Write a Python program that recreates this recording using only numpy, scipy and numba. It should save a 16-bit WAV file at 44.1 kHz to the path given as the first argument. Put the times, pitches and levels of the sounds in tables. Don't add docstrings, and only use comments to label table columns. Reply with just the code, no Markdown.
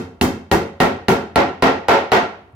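import sys
import numpy as np
from scipy import signal
from scipy.fft import rfft, irfft
from scipy.io import wavfile
from scipy.ndimage import uniform_filter1d
from numba import njit

SR = 44100
rng = np.random.default_rng(int(sys.argv[2]) if len(sys.argv) > 2 else 0)


def bounce(signal):
    frames = np.transpose(np.atleast_2d(signal))
    limited = np.clip(frames, -1, 1)
    pcm = np.round(limited * 32767).astype(np.int16)
    wavfile.write(sys.argv[1], SR, pcm)


def decibels_to_gain(level_db):
    exponent = np.asarray(level_db, float) / 20
    return 10 ** exponent


N = 112454
LEAD = 8192


def curve(table, hz):
    points = np.array(table, float)
    return np.interp(np.log(hz + 1), np.log(points[:, 0] + 1), points[:, 1])


def unit(x):
    return x / np.sqrt(np.sum(x ** 2))


def decay(t, t60):
    return 1000. ** (-t / t60)


def colour(table, size):
    hz = np.arange(size // 2 + 1) * SR / size
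    cepstrum = irfft(curve(table, hz) * np.log(10) / 20, size)
    cepstrum[1:size // 2] *= 2
    cepstrum[size // 2 + 1:] = 0
    return np.exp(rfft(cepstrum))


def pair(size):
    # f/Hz, correlation
    likeness = [(60, 0.92), (290, 0.96), (640, 0.6), (1400, 0.027), (16000, .02)]
    hz = np.arange(size // 2 + 1) * SR / size
    alike = np.clip(curve(likeness, hz), 0, 1)
    mid, side = rfft(rng.standard_normal((2, size)))
    return mid * np.sqrt(1 + alike) + side * np.sqrt(1 - alike) * np.array([[1], [-1]]), hz


def rumble(size):
    # f/Hz, level/dB
    rumble_tone = [(25, -4), (55, 0), (90, -1), (180, -14), (400, -9), (1000, -17), (5000, -46),
                   (16000, -52)]
    level_db, flicker_db, step = -51, 2.0, 4096
    noise, hz = pair(size)
    x = irfft(noise * decibels_to_gain(curve(rumble_tone, hz)), size)
    flicker = np.repeat(rng.standard_normal(size // step + 1), step)
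    flicker = uniform_filter1d(flicker, step)[:size]
    return x / np.std(x) * decibels_to_gain(level_db + flicker_db * flicker)


def panel_ring(t):
    # f/Hz, level/dB, t60/s
    panel_modes = [(97.2, -21.5, 0.67), (152, -20.5, 0.26), (220.4, 5.5, 0.096), (262.5, 11, 0.098),
                   (346, -23.5, 0.033), (391.9, 2, 0.094), (454.8, 4.5, 0.11), (560, 0, 0.24),
                   (715.4, 12.5, 0.033), (799, 2, 0.04), (882, 1.5, 0.061), (968, -35.5, 0.033),
                   (1355, 4, 0.058), (1860, 0, 0.061)]
    scatter_db, detune = 2, .008
    hz, db, t60 = np.array(panel_modes, float).T[:, :, None]
    chance = rng.standard_normal((2, len(hz), 1))
    ring = np.sin(2 * np.pi * hz * (1 + detune * chance[0]) * t) * decay(t, t60)
    return unit(np.sum(decibels_to_gain(db + scatter_db * chance[1]) * ring, axis=0))


def wooden_knock(size):
    # f/Hz, level/dB
    knock_tone = [(59, -53), (100, -19.5), (188, -13.5), (257, -2.5), (459, -6), (647, -17), (755, -7),
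                  (6000, -34), (7800, -42.5), (13200, -120)]
    return decibels_to_gain(-1) * unit(irfft(colour(knock_tone, size), size))


def cavity_boom(t):
    hz, beat_hz, t60, level_db = 86.5, 4.65, 1, -10
    beat = np.cos(2 * np.pi * beat_hz * np.maximum(t - .02, 0))
    return decibels_to_gain(level_db) * unit(np.sin(2 * np.pi * hz * t) * beat * decay(t, t60))


def box(boom_db, size):
    t = np.arange(size) / SR
    panels, knock = panel_ring(t), wooden_knock(size)
    to_shed = panels + knock
    direct = decibels_to_gain(2.5) * panels + decibels_to_gain(-3) * knock + cavity_boom(t)
    boom_below_hz, late_s = 330, .002
    shelf = colour([(boom_below_hz / 1.52, boom_db), (boom_below_hz * 1.715, 0)], size)
    wood = irfft(rfft(np.array([to_shed, direct])) * shelf, size)
    return np.roll(wood, int(late_s * SR), axis=1)


def steel_ping(ping_db, size):
    # f/Hz, level/dB
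    steel_tone = [(880, -54), (1500, -13), (6170, -11.5), (8860, -18), (12800, -17), (15200, -23.5),
                  (16500, -26)]
    return decibels_to_gain(-14.5 + ping_db) * unit(irfft(colour(steel_tone, size), size))


def nail_crack(crack_db, size):
    # f/Hz, level/dB
    crack_tone = [(500, -59), (1200, 1), (2500, 7.5), (4500, 1), (7000, -13), (11000, -5), (16000, -24)]
    # f/Hz, level/dB, t60/s
    nail_modes = [(1813, 1.5, 0.014), (2830, -1, 0.02), (4060, -0.5, 0.014)]
    hold_s, t60, nail_db, level_db = 0.0032, 0.0073, -3.5, -2.5
    t = np.arange(size) / SR
    noise, _ = pair(size)
    burst = irfft(noise, size) * decay(np.maximum(t - hold_s, 0), t60)
    crack = irfft(rfft(burst) * colour(crack_tone, size), size)
    nail = sum(decibels_to_gain(db) * np.sin(2 * np.pi * hz * t) * decay(t, ring_s) for hz, db, ring_s in nail_modes)
    return decibels_to_gain(level_db + crack_db) * unit(unit(crack) + decibels_to_gain(nail_db) * unit(nail))


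def shed(noise, hz):
    # f/Hz, t60/s
    shed_t60 = [(60, 0.25), (160, 0.43), (420, 0.38), (1100, 0.37), (2910, 0.39), (7680, 0.29),
                (16000, .17)]
    level_db, rise_s, late_db, late_stretch = 10.5, 0.0047, -28.5, 2.27
    treble_hold_s, treble_from_hz = 0.038, 13550
    size = 2 * len(hz) - 2
    t, tail = np.arange(size) / SR, 0
    for centre in 30 * 2 ** np.arange(0, 9.6, .5):
        octaves = np.clip(np.log2((hz + 1) / centre), -.5, .5)
        band = irfft(noise * np.cos(np.pi * octaves) ** 2, size)
        hold = treble_hold_s / (1 + (treble_from_hz / centre) ** 4)
        fade = decay(np.maximum(t - hold, 0), curve(shed_t60, centre))
        tail = tail + band * (fade + decibels_to_gain(late_db) * fade ** (1 / late_stretch))
    return decibels_to_gain(level_db) * unit(tail * (1 - np.exp(-t / rise_s))) * np.sqrt(2)


def put_aside(size):
    t = (np.arange(size) - LEAD) / SR
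    since_click, since_thud = t - 2.525, t - 2.546
    click = np.sin(2 * np.pi * 9800 * since_click) * np.exp(-(since_click / .0002) ** 2)
    thud = np.cos(2 * np.pi * 108 * since_thud) * np.exp(-(since_thud / .012) ** 2)
    return decibels_to_gain(-59) * click - decibels_to_gain(-36.5) * thud


def microphones(hz):
    right_lag_s, treble_pan_db = -.00004, -4
    side = np.array([[.5], [-.5]])
    return decibels_to_gain(side * treble_pan_db * hz / (hz + 5000)) * np.exp(2j * np.pi * hz * side * right_lag_s)


def scene():
    # t/s, strength/dB, panel boom/dB, steel ping/dB, crack/dB
    blows = [
        (-.085, -5.5, 8, 3, 16),
        (.212, -0.5, 6.5, 4.5, 7.5),
        (0.514, 2.5, 3, -0.5, 2),
        (.802, 6, -1, -7, -2),
        (1.083, 4.5, 1, -4, 1),
        (1.358, 7, -3.5, -14, -1),
        (1.623, 9.5, -6.5, -13, -8),
        (1.884, 11.5, -12, -12.5, -10.5),
        (2.118, 10, -10.5, -13.5, -6.5),
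    ]
    size, tail, blow_size = N + LEAD + (N + LEAD) % 2, 32768, 16384
    fresh_share = 0.85
    heard = np.zeros((2, size + 2 * tail))
    common, hz = pair(tail)
    ports = microphones(np.arange(tail + 1) * SR / tail / 2)
    for s, db, boom_db, ping_db, crack_db in blows:
        to_shed, direct = box(boom_db, blow_size)
        to_shed = to_shed + steel_ping(ping_db, blow_size)
        direct = direct + nail_crack(crack_db, blow_size)
        room = shed(np.sqrt(1 - fresh_share) * common + np.sqrt(fresh_share) * pair(tail)[0], hz)
        echo = rfft(to_shed, 2 * tail) * rfft(room, 2 * tail)
        blow = irfft((rfft(direct, 2 * tail) + echo) * ports, 2 * tail)
        i = int(s * SR) + LEAD
        heard[:, i:i + 2 * tail] += decibels_to_gain(db + 7.5) * blow
    return (heard[:, :size] + rumble(size) + put_aside(size))[:, LEAD:LEAD + N]


@njit
def follow(x, attack, release):
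    y, level = np.empty(len(x)), 0.
    for i in range(len(x)):
        level += (x[i] - level) * (attack if x[i] > level else release)
        y[i] = level
    return y


def limiter(x):
    ceiling_db, ratio, attack_s, release_s = -6, 10, 0.00074, 0.0054
    peak = np.roll(np.abs(x).max(axis=0), -int(attack_s * SR))
    level = follow(peak, 1 / (attack_s * SR), 1 / (release_s * SR))
    gain = np.minimum(1, decibels_to_gain(ceiling_db) / (level + 1e-9)) ** (1 - 1 / ratio)
    return np.clip(x * gain, -.95, .95)


def top_cut(x):
    return signal.sosfilt(signal.butter(12, 16960, fs=SR, output="sos"), x)


def record(dry):
    bass_cut = signal.butter(3, 62, "high", fs=SR, output="sos")
    treble_cut = signal.ellip(8, .2, 50, 16000, fs=SR, output="sos")
    held = limiter(signal.sosfilt(bass_cut, dry))
    mix = signal.sosfilt(treble_cut, held)
    return top_cut(mix)


dry = scene()
out = record(dry)
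bounce(out)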